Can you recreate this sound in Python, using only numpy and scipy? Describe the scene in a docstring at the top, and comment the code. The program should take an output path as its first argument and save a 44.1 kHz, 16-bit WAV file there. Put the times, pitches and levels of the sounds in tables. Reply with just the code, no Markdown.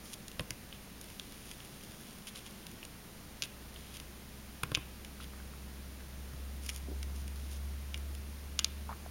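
"""Quiet room: a kitten climbs the woven side of a sofa while another clambers into a plush cat house. Claws
snap threads (impulse with noise fray, band-passed) and drag over the weave (random fibre catches). Paws bump
the sofa's panel (decaying modes) and knock softly, as they land and in the house (short rings with scuffs).
Below: a slowly rising hum, like a far washing machine spinning up, faint fan tones, room rumble and hiss."""
import sys
import numpy as np
from scipy import signal
from scipy.fft import rfft, irfft
from scipy.io import wavfile
from scipy.ndimage import map_coordinates

SR = 44100
rng = np.random.default_rng(int(sys.argv[2]) if len(sys.argv) > 2 else 0)


def master(y):
    """Save y as 16-bit WAV."""
    cut = np.clip(np.atleast_2d(y).T, -1, 1)
    pcm = np.round(cut * 32767)  # scale
    wavfile.write(sys.argv[1], SR, pcm.astype(np.int16))


N = 401310
TIME_S = np.arange(N) / SR

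# Claw lets go of a thread: t/s, thread level/dB, thread ring f/Hz, claw tick level/dB re thread,
# delay of slip off the next thread/s (1 ms or less: no separate slip)
THREAD_SNAPS = [(0.1336, -47.5, 3260, 0, 0.0071), (0.2818, -47.5, 3500, 2, 0), (0.3154, -49, 3170, -5, 0),
                (0.5064, -39, 2550, 4, 0), (0.7266, -42.5, 3180, -27, 0), (1.013, -53.5, 3240, 4.5, 0),
                (1.197, -37, 3140, -8, 0), (1.5138, -45, 2750, -3, 0), (1.6038, -47.5, 3150, -18, 0),
                (2.2795, -46, 2980, -6, 0.0072), (2.3582, -44.5, 3290, -7, 0.0019),
                (2.667, -45.5, 3030, -2.5, 0), (2.8293, -42, 2740, -19, 0), (2.851, -49, 3060, 1, 0.00096),
                (3.4221, -31, 3080, -1.5, 0.005), (3.436, -37.5, 3090, -4, 0.004),
                (3.7605, -46.5, 3020, -21, 0.0026), (3.9688, -49, 3360, -1, 0.0035),
                (4, -46, 3020, -3.5, 0.0013), (4.7491, -23, 3110, -7, 0.0055), (5.048, -45, 2820, -5, 0),
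                (6.663, -48.5, 2520, 3.5, 0.0032), (6.6919, -35, 2470, -1, 0.0062),
                (6.7614, -48.5, 3100, 4, 0), (7.0291, -43.5, 2520, -1, 0.00084),
                (7.2793, -51.5, 2880, 1, 0), (7.9435, -35.5, 2700, -9.5, 0.0021),
                (7.976, -55, 2700, 2.5, 0), (8.1503, -50.5, 2760, -1.5, 0),
                (8.5913, -26.5, 3140, 0.5, 0.0038), (8.645, -26.5, 3500, 1, 0.0017)]
# Paw drags over cloth: t/s, length/s, thread level/dB, claw tick level/dB re thread
PAW_SCRAPES = [(0.028, 0.12, -63.5, 3.5), (0.127, 0.022, -54, 0), (0.727, 0.043, -58, -20),
               (0.877, 1.35, -64.5, -1.5), (1.454, 0.094, -67, 0), (2.002, 0.91, -67, -4),
               (2.268, 0.032, -51, -3.5), (2.347, 0.053, -56, -4), (2.458, 0.022, -54, -6),
               (3.434, 0.026, -50, -5), (3.738, 0.28, -62, -5.5), (3.936, 0.03, -56, -4),
               (4.632, 0.007, -40, -9), (4.744, 0.0056, -44, -16), (5.2, 0.051, -54.5, -9),
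               (6.611, 0.19, -62.5, 3.5), (6.687, 0.018, -47.5, -1.5), (7.147, 0.081, -69, 6.5),
               (7.346, 0.18, -66.5, -1), (7.502, 0.079, -60.5, 1)]
# Paw lands on the sofa's side: t/s, thud level/dB, claw bite level/dB,
# cloth body level/dB re bite, fibre fizz level/dB re bite
PANEL_BUMPS = [(0.395, -33, -32, -10, -11), (0.4063, -32, -49.5, -3, 5), (0.5068, -38.5, -51.5, 7, -10),
               (4.634, -32, -33.5, 2, 0), (4.7175, -31.5, -43, 3.5, -4), (4.773, -32, -52, 10, 5),
               (6.335, -39.5, -58, 4, -6)]
# Modes of the upholstered panel: f/Hz, level/dB re thud, t60/s
PANEL_MODES = [(80, -28, 0.068), (126, -5.5, 0.13), (153, -4, 0.092), (299, -4, 0.046), (470, -7.5, 0.033),
               (1055, -5, 0.043)]
# Paw knocks or judders on a hollow board: t/s, length/s, ring level/dB, ring f/Hz
BOARD_KNOCKS = [(0.395, 0.005, -33.5, 560), (0.396, 0.005, -33.5, 1780), (4.6325, 0.005, -31, 1510),
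                (5.202, 0.005, -42, 1420), (5.336, 0.005, -47, 1500), (5.401, 0.005, -46, 1500),
                (5.538, 0.005, -47, 1450), (6.005, 0.005, -49, 1500), (6.875, 0.005, -47, 640),
                (6.882, 0.048, -38.5, 317), (8.595, 0.005, -37, 1060), (8.891, 0.04, -34.5, 900),
                (9.061, 0.005, -40.5, 685)]
# Colour of echoes from furniture and walls: f/Hz, level/dB
ECHO_COLOUR = [(60, -13), (200, -11), (500, -0.5), (1100, -4.5), (1700, -5), (2200, -9), (2650, -9.5),
               (3100, -14), (4400, -21.5), (5200, -23), (7000, -28), (14000, -18)]
# Machine hum: t/s, level/dB rms
HUM_LEVELS = [(0, -59.5), (2.8, -64.5), (3.6, -54), (5.2, -52), (5.65, -46.5), (6.2, -49.5), (6.4, -43.5),
              (6.9, -41), (8.1, -41), (8.42, -46), (8.65, -43.5), (9.1, -47)]
# Fan tones: f/Hz, level/dB rms
FAN_TONES = [(200, -63.5), (220.5, -64.5)]
# Room rumble and hiss: f/Hz, level/dB per Hz
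FLOOR_SPECTRUM = [(12, -82), (28, -83.5), (48, -81), (100, -78.5), (165, -78), (260, -82), (370, -85),
                  (520, -88.5), (900, -92), (2400, -94), (4000, -96.5), (7000, -98.5), (10000, -97.5),
                  (13000, -100.5), (16000, -100.3)]

MEDIUM_SNAP_DB = -46  # fizz and body offsets hold at this level
FIZZ_RE_TICK_DB, FIZZ_FALL_DB_PER_DB = 0.5, 0.5  # taut threads snap cleanly, with less fizz
BODY_RE_THREAD_DB, BODY_FALL_DB_PER_DB = -12, 0.3
SLIP_LOSS_DB = 6.5  # slip re the snap before it
RELEASE_TIME_S = (np.arange(1323) - 132) / SR  # release at 0
THREAD_HZ, THREAD_SCATTER = 2970, 0.08  # scatter: log-frequency spread
SMALL_SNAPS_PER_S, SMALL_SNAP_DB, SMALL_SNAP_SCATTER_DB, SMALL_TICK_RE_THREAD_DB = 6, -57, 1.5, -1
THUD_LAG_S = 0.0013  # claws touch before the pad
JUDDER_S, JUDDER_FADE_DB_PER_S = 0.0089, 90  # mean spacing of touches, their fading
KNOCK_CYCLES = 13  # ring cycles per 60 dB decay
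ROOM_T60_S = 0.51
HUM_START_HZ, HUM_RISE_HZ_PER_S = 56.1, 1.71
NOTCH_HZ, NOTCH_WIDTH_HZ, HISS_DB, CUTOFF_HZ = 7825, 1080, -70.5, 15900


def from_db(db):
    """Decibels to amplitude ratio."""
    return 10 ** (np.asarray(db) / 20)


def rms_one(x):
    """Scale to unit rms."""
    return x / np.sqrt(np.mean(x ** 2) + 1e-20)


def band(x, low_hz, high_hz, order=2):
    """Causal Butterworth band-pass."""
    edges_hz = [low_hz, min(high_hz, .48 * SR)]
    return signal.sosfilt(signal.butter(order, edges_hz, "band", fs=SR, output="sos"), x + 1e-18)


def add(out, start_s, sound):
    """Mix a sound in from start_s on."""
    i = max(round(start_s * SR), 0)
    out[i:i + len(sound)] += sound[:max(N - i, 0)]


def coloured_noise(spectrum, size):
    """White noise of unit density shaped by (f/Hz, level/dB) points, interpolated over log frequency."""
    hz, db = np.transpose(spectrum)
    bins_hz = np.maximum(np.arange(size // 2 + 1) * SR / size, 1)
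    gain = from_db(np.interp(np.log(bins_hz), np.log(hz), db))
    return irfft(rfft(rng.standard_normal(size)) * gain, size)


def drift(knots_per_s):
    """Smooth random curve of unit rms."""
    knots = rng.standard_normal(400)
    return rms_one(map_coordinates(knots, [TIME_S * knots_per_s], order=3, mode="wrap"))


def cloth(pull, ring_hz, claw_db, fizz_db, spread):
    """A pull rings the taut threads; the claw ticks above them and single fibres fizz on top."""
    spread = max(spread, 1.05)
    thread = band(band(pull, ring_hz / spread, ring_hz * spread), 1950, 4840, order=3)
    claw = band(pull, 4610, 7180, order=4)
    fizz = band(pull, 8600, 11930, order=3) + from_db(-12.5) * band(pull, 10200, 22000)
    return rms_one(thread) + from_db(claw_db) * rms_one(claw) + from_db(fizz_db) * rms_one(fizz)


def release(grain, level_db, ring_hz, claw_db, fizz_db, body_db, fray_db, fray_s=0.0018, spread=1.23,
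            tension_db=-29, tension_s=0.001, tear_db=6, clean_above_db=-34, torn_below_db=-48):
    """The thread creaks as it tightens, lets go in one impulse, and frays for a few milliseconds."""
    t = RELEASE_TIME_S
    tightening = from_db(tension_db) * np.exp(-abs(t) / tension_s)
    fraying = from_db(fray_db) * np.exp(-abs(t) / fray_s)
    fibres = np.where(t < 0, tightening, fraying)
    slack = np.interp(level_db, [torn_below_db, clean_above_db], [1, 0])  # slack threads tear more
    pull = (t == 0) + from_db(tear_db * slack) * fibres * grain
    body = rms_one(band(pull, 1090, 1710) + from_db(-4.0) * band(pull, 370, 860))
    sound = cloth(pull, ring_hz, claw_db, fizz_db, spread) + from_db(body_db) * body
    return from_db(level_db) * sound / np.sqrt(10)  # rms over 30 ms to level of the loudest 3 ms


def small_snaps():
    """Snap rows for stray threads under a dragging paw: one at random per time slot, 8 at most."""
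    starts_s, lengths_s = np.transpose(PAW_SCRAPES)[:2]
    chances = rng.standard_normal((len(PAW_SCRAPES), 8, 2))
    places = rng.random((len(PAW_SCRAPES), 8))
    rows = []
    for start_s, length_s, scatters, place in zip(starts_s, lengths_s, chances, places):
        delays_s = (np.arange(len(place)) + place) / SMALL_SNAPS_PER_S
        for delay_s, (size, pitch) in zip(delays_s, scatters):
            if delay_s < length_s:
                level_db = SMALL_SNAP_DB + SMALL_SNAP_SCATTER_DB * size
                ring_hz = THREAD_HZ * np.exp(THREAD_SCATTER * pitch)
                rows.append((start_s + delay_s, level_db, ring_hz, SMALL_TICK_RE_THREAD_DB, 0))
    return rows


def snaps(fray_db=-20, count=100):
    """One release, at times a weaker slip off the next thread; harder snaps have less fizz and body."""
    out = np.zeros(N)
    grains = rng.standard_normal((count, 2, len(RELEASE_TIME_S)))
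    rows = THREAD_SNAPS + small_snaps()
    for (start_s, level_db, ring_hz, claw_db, slip_s), (grain, slip_grain) in zip(rows, grains):
        hardness_db = level_db - MEDIUM_SNAP_DB
        fizz_db = claw_db + FIZZ_RE_TICK_DB - FIZZ_FALL_DB_PER_DB * hardness_db
        body_db = BODY_RE_THREAD_DB - BODY_FALL_DB_PER_DB * hardness_db
        colour = (ring_hz, claw_db, fizz_db, body_db, fray_db)
        add(out, start_s + RELEASE_TIME_S[0], release(grain, level_db, *colour))
        if slip_s > 0.001:
            slip = release(slip_grain, level_db - SLIP_LOSS_DB, *colour)
            add(out, start_s + slip_s + RELEASE_TIME_S[0], slip)
    return out


def scrapes(catches_per_s=1100, size_db=4.5, rub_db=-11, spread=1.26, body_db=-11, fizz_re_tick_db=2):
    """A dragging paw catches on many tiny fibres at random, over the smooth rub of fur."""
    out = np.zeros(N)
    sizes = from_db(size_db * np.minimum(rng.exponential(1, N), 4))
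    catches = sizes * rng.choice([-1, 1], N) * (rng.random(N) < catches_per_s / SR)
    pull = rng.standard_normal(N) * from_db(rub_db) + catches
    for start_s, length_s, level_db, claw_db in PAW_SCRAPES:
        stroke = pull[max(round(start_s * SR), 0):][:max(round(length_s * SR), 64)]
        weave = cloth(stroke, THREAD_HZ, claw_db, claw_db + fizz_re_tick_db, spread)
        body = from_db(body_db) * rms_one(band(stroke, 1000, 2750))
        add(out, start_s, from_db(level_db) * (weave + body) * signal.windows.tukey(len(stroke), .3))
    return out


def bumps(soft_db=-40, hard_db=-31, dull_hz=300, uneven_db=1.5):
    """Claws bite the weave, then the padded panel thuds; gentle bumps hardly reach its upper modes."""
    out = np.zeros(N)
    t = TIME_S[:SR // 5]
    hz, mode_db, t60_s = np.transpose(PANEL_MODES)
    rings = from_db(-60 * t / t60_s[:, None]) * np.sin(2 * np.pi * hz[:, None] * t)
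    chances = rng.standard_normal((len(PANEL_BUMPS), len(PANEL_MODES)))
    grains = rng.standard_normal((len(PANEL_BUMPS), len(RELEASE_TIME_S)))
    for (start_s, thud_db, bite_db, body_db, fizz_db), chance, grain in zip(PANEL_BUMPS, chances, grains):
        softness = np.interp(thud_db, [soft_db, hard_db], [1, 0])
        dulling = 1 + softness * (hz / dull_hz) ** 2
        strengths = from_db(thud_db + mode_db + uneven_db * chance) / dulling
        bite = release(grain, bite_db, ring_hz=2910, claw_db=-12.5, fizz_db=fizz_db, body_db=body_db,
                       fray_db=-17, fray_s=0.0018, tension_db=-25)
        add(out, start_s + RELEASE_TIME_S[0], bite)
        add(out, start_s + THUD_LAG_S, strengths @ rings)
    return out


def knock(grain, peak_db, hz, contact_s=0.0009, scuff_db=-9, scuff_s=0.0058):
    """A paw scuffs the covering and starts one quickly dying ring in the board beneath."""
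    t = TIME_S[:len(grain)]
    swell = (1 - np.exp(-t / contact_s)) * from_db(-60 * t * hz / KNOCK_CYCLES)
    ring = swell / swell.max() * np.sin(2 * np.pi * hz * t)
    scuff = from_db(scuff_db) * rms_one(band(grain, hz / 1.3, hz * 1.6)) * np.exp(-t / scuff_s)
    return from_db(peak_db) * (ring + scuff)


def knocks(pitch_scatter=0.12, time_scatter_s=0.00169, count=8):
    """A sliding paw judders in a fading run of knocks of varied pitch; a short touch knocks once."""
    out = np.zeros(N)
    chances = rng.standard_normal((len(BOARD_KNOCKS), count, 2))
    grains = rng.standard_normal((len(BOARD_KNOCKS), count, SR // 8))
    for (start_s, length_s, peak_db, hz), chance, run_grains in zip(BOARD_KNOCKS, chances, grains):
        delays_s = np.arange(0, length_s, JUDDER_S)
        for delay_s, (late, pitch), grain in zip(delays_s, chance, run_grains):
            touch_db = peak_db - JUDDER_FADE_DB_PER_S * delay_s
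            touch = knock(grain, touch_db, hz * np.exp(pitch_scatter * pitch))
            add(out, start_s + delay_s + time_scatter_s * late, touch)
    return out


def room(x, first_echo_s=0.0016, near_db=2, near_s=0.015):
    """Near furniture scatters the sound at once; a dull, faint tail follows."""
    t = TIME_S[:SR // 2]
    tail = from_db(-60 * t / ROOM_T60_S)
    near = from_db(near_db) * np.exp(-t / near_s)
    decay = (tail + near) * (t > first_echo_s)
    echoes = coloured_noise(ECHO_COLOUR, len(t)) * decay / np.sqrt(np.sum(decay ** 2))
    return signal.fftconvolve(x, echoes)[:N]


def machines(waver_db=1.3, drum_db=-64, drum_waver_db=0.83, fan_waver_db=2.0):
    """A drum hums at twice its turning rate, with tabled room-resonance swells; fan tones waver slightly."""
    t_s, level_db = np.transpose(HUM_LEVELS)
    phase = 2 * np.pi * np.cumsum(HUM_START_HZ + HUM_RISE_HZ_PER_S * TIME_S) / SR
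    hum = from_db(np.interp(TIME_S, t_s, level_db) + waver_db * drift(9)) * np.sin(phase)
    drum = from_db(drum_db + drum_waver_db * drift(3.8)) * np.sin(phase / 2)
    fan = np.zeros(N)
    for hz, db in FAN_TONES:
        fan_level = from_db(db + fan_waver_db * drift(4))
        fan += fan_level * np.sin(2 * np.pi * hz * TIME_S + 0.31 * drift(2.89))
    return np.sqrt(2) * (hum + drum + fan)  # rms to peak


def floor():
    """Steady noise, strongest in the bass."""
    return coloured_noise(FLOOR_SPECTRUM, N) * np.sqrt(SR / 2)  # density per Hz to full band


def scene(padded_room_db=-8):
    """Claws ring out into the room; padding swallows most of what the thuds send there."""
    claws = snaps() + scrapes()
    thuds = bumps() + knocks()
    echoes = room(claws + from_db(padded_room_db) * thuds)
    mono = claws + thuds + echoes + machines() + floor()
    return np.array([mono, mono])


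def record(dry):
    """The microphone has a narrow treble notch, filled only by faint hiss; the top is cut."""
    edges_hz = [NOTCH_HZ - NOTCH_WIDTH_HZ / 2, NOTCH_HZ + NOTCH_WIDTH_HZ / 2]
    notched = signal.sosfilt(signal.butter(1, edges_hz, "bandstop", fs=SR, output="sos"), dry)
    hiss = from_db(HISS_DB) * rng.standard_normal(N)
    low_pass = signal.ellip(12, .1, 80, CUTOFF_HZ, fs=SR, output="sos")
    return signal.sosfilt(low_pass, notched + hiss)


dry = scene()
out = record(dry)
master(out)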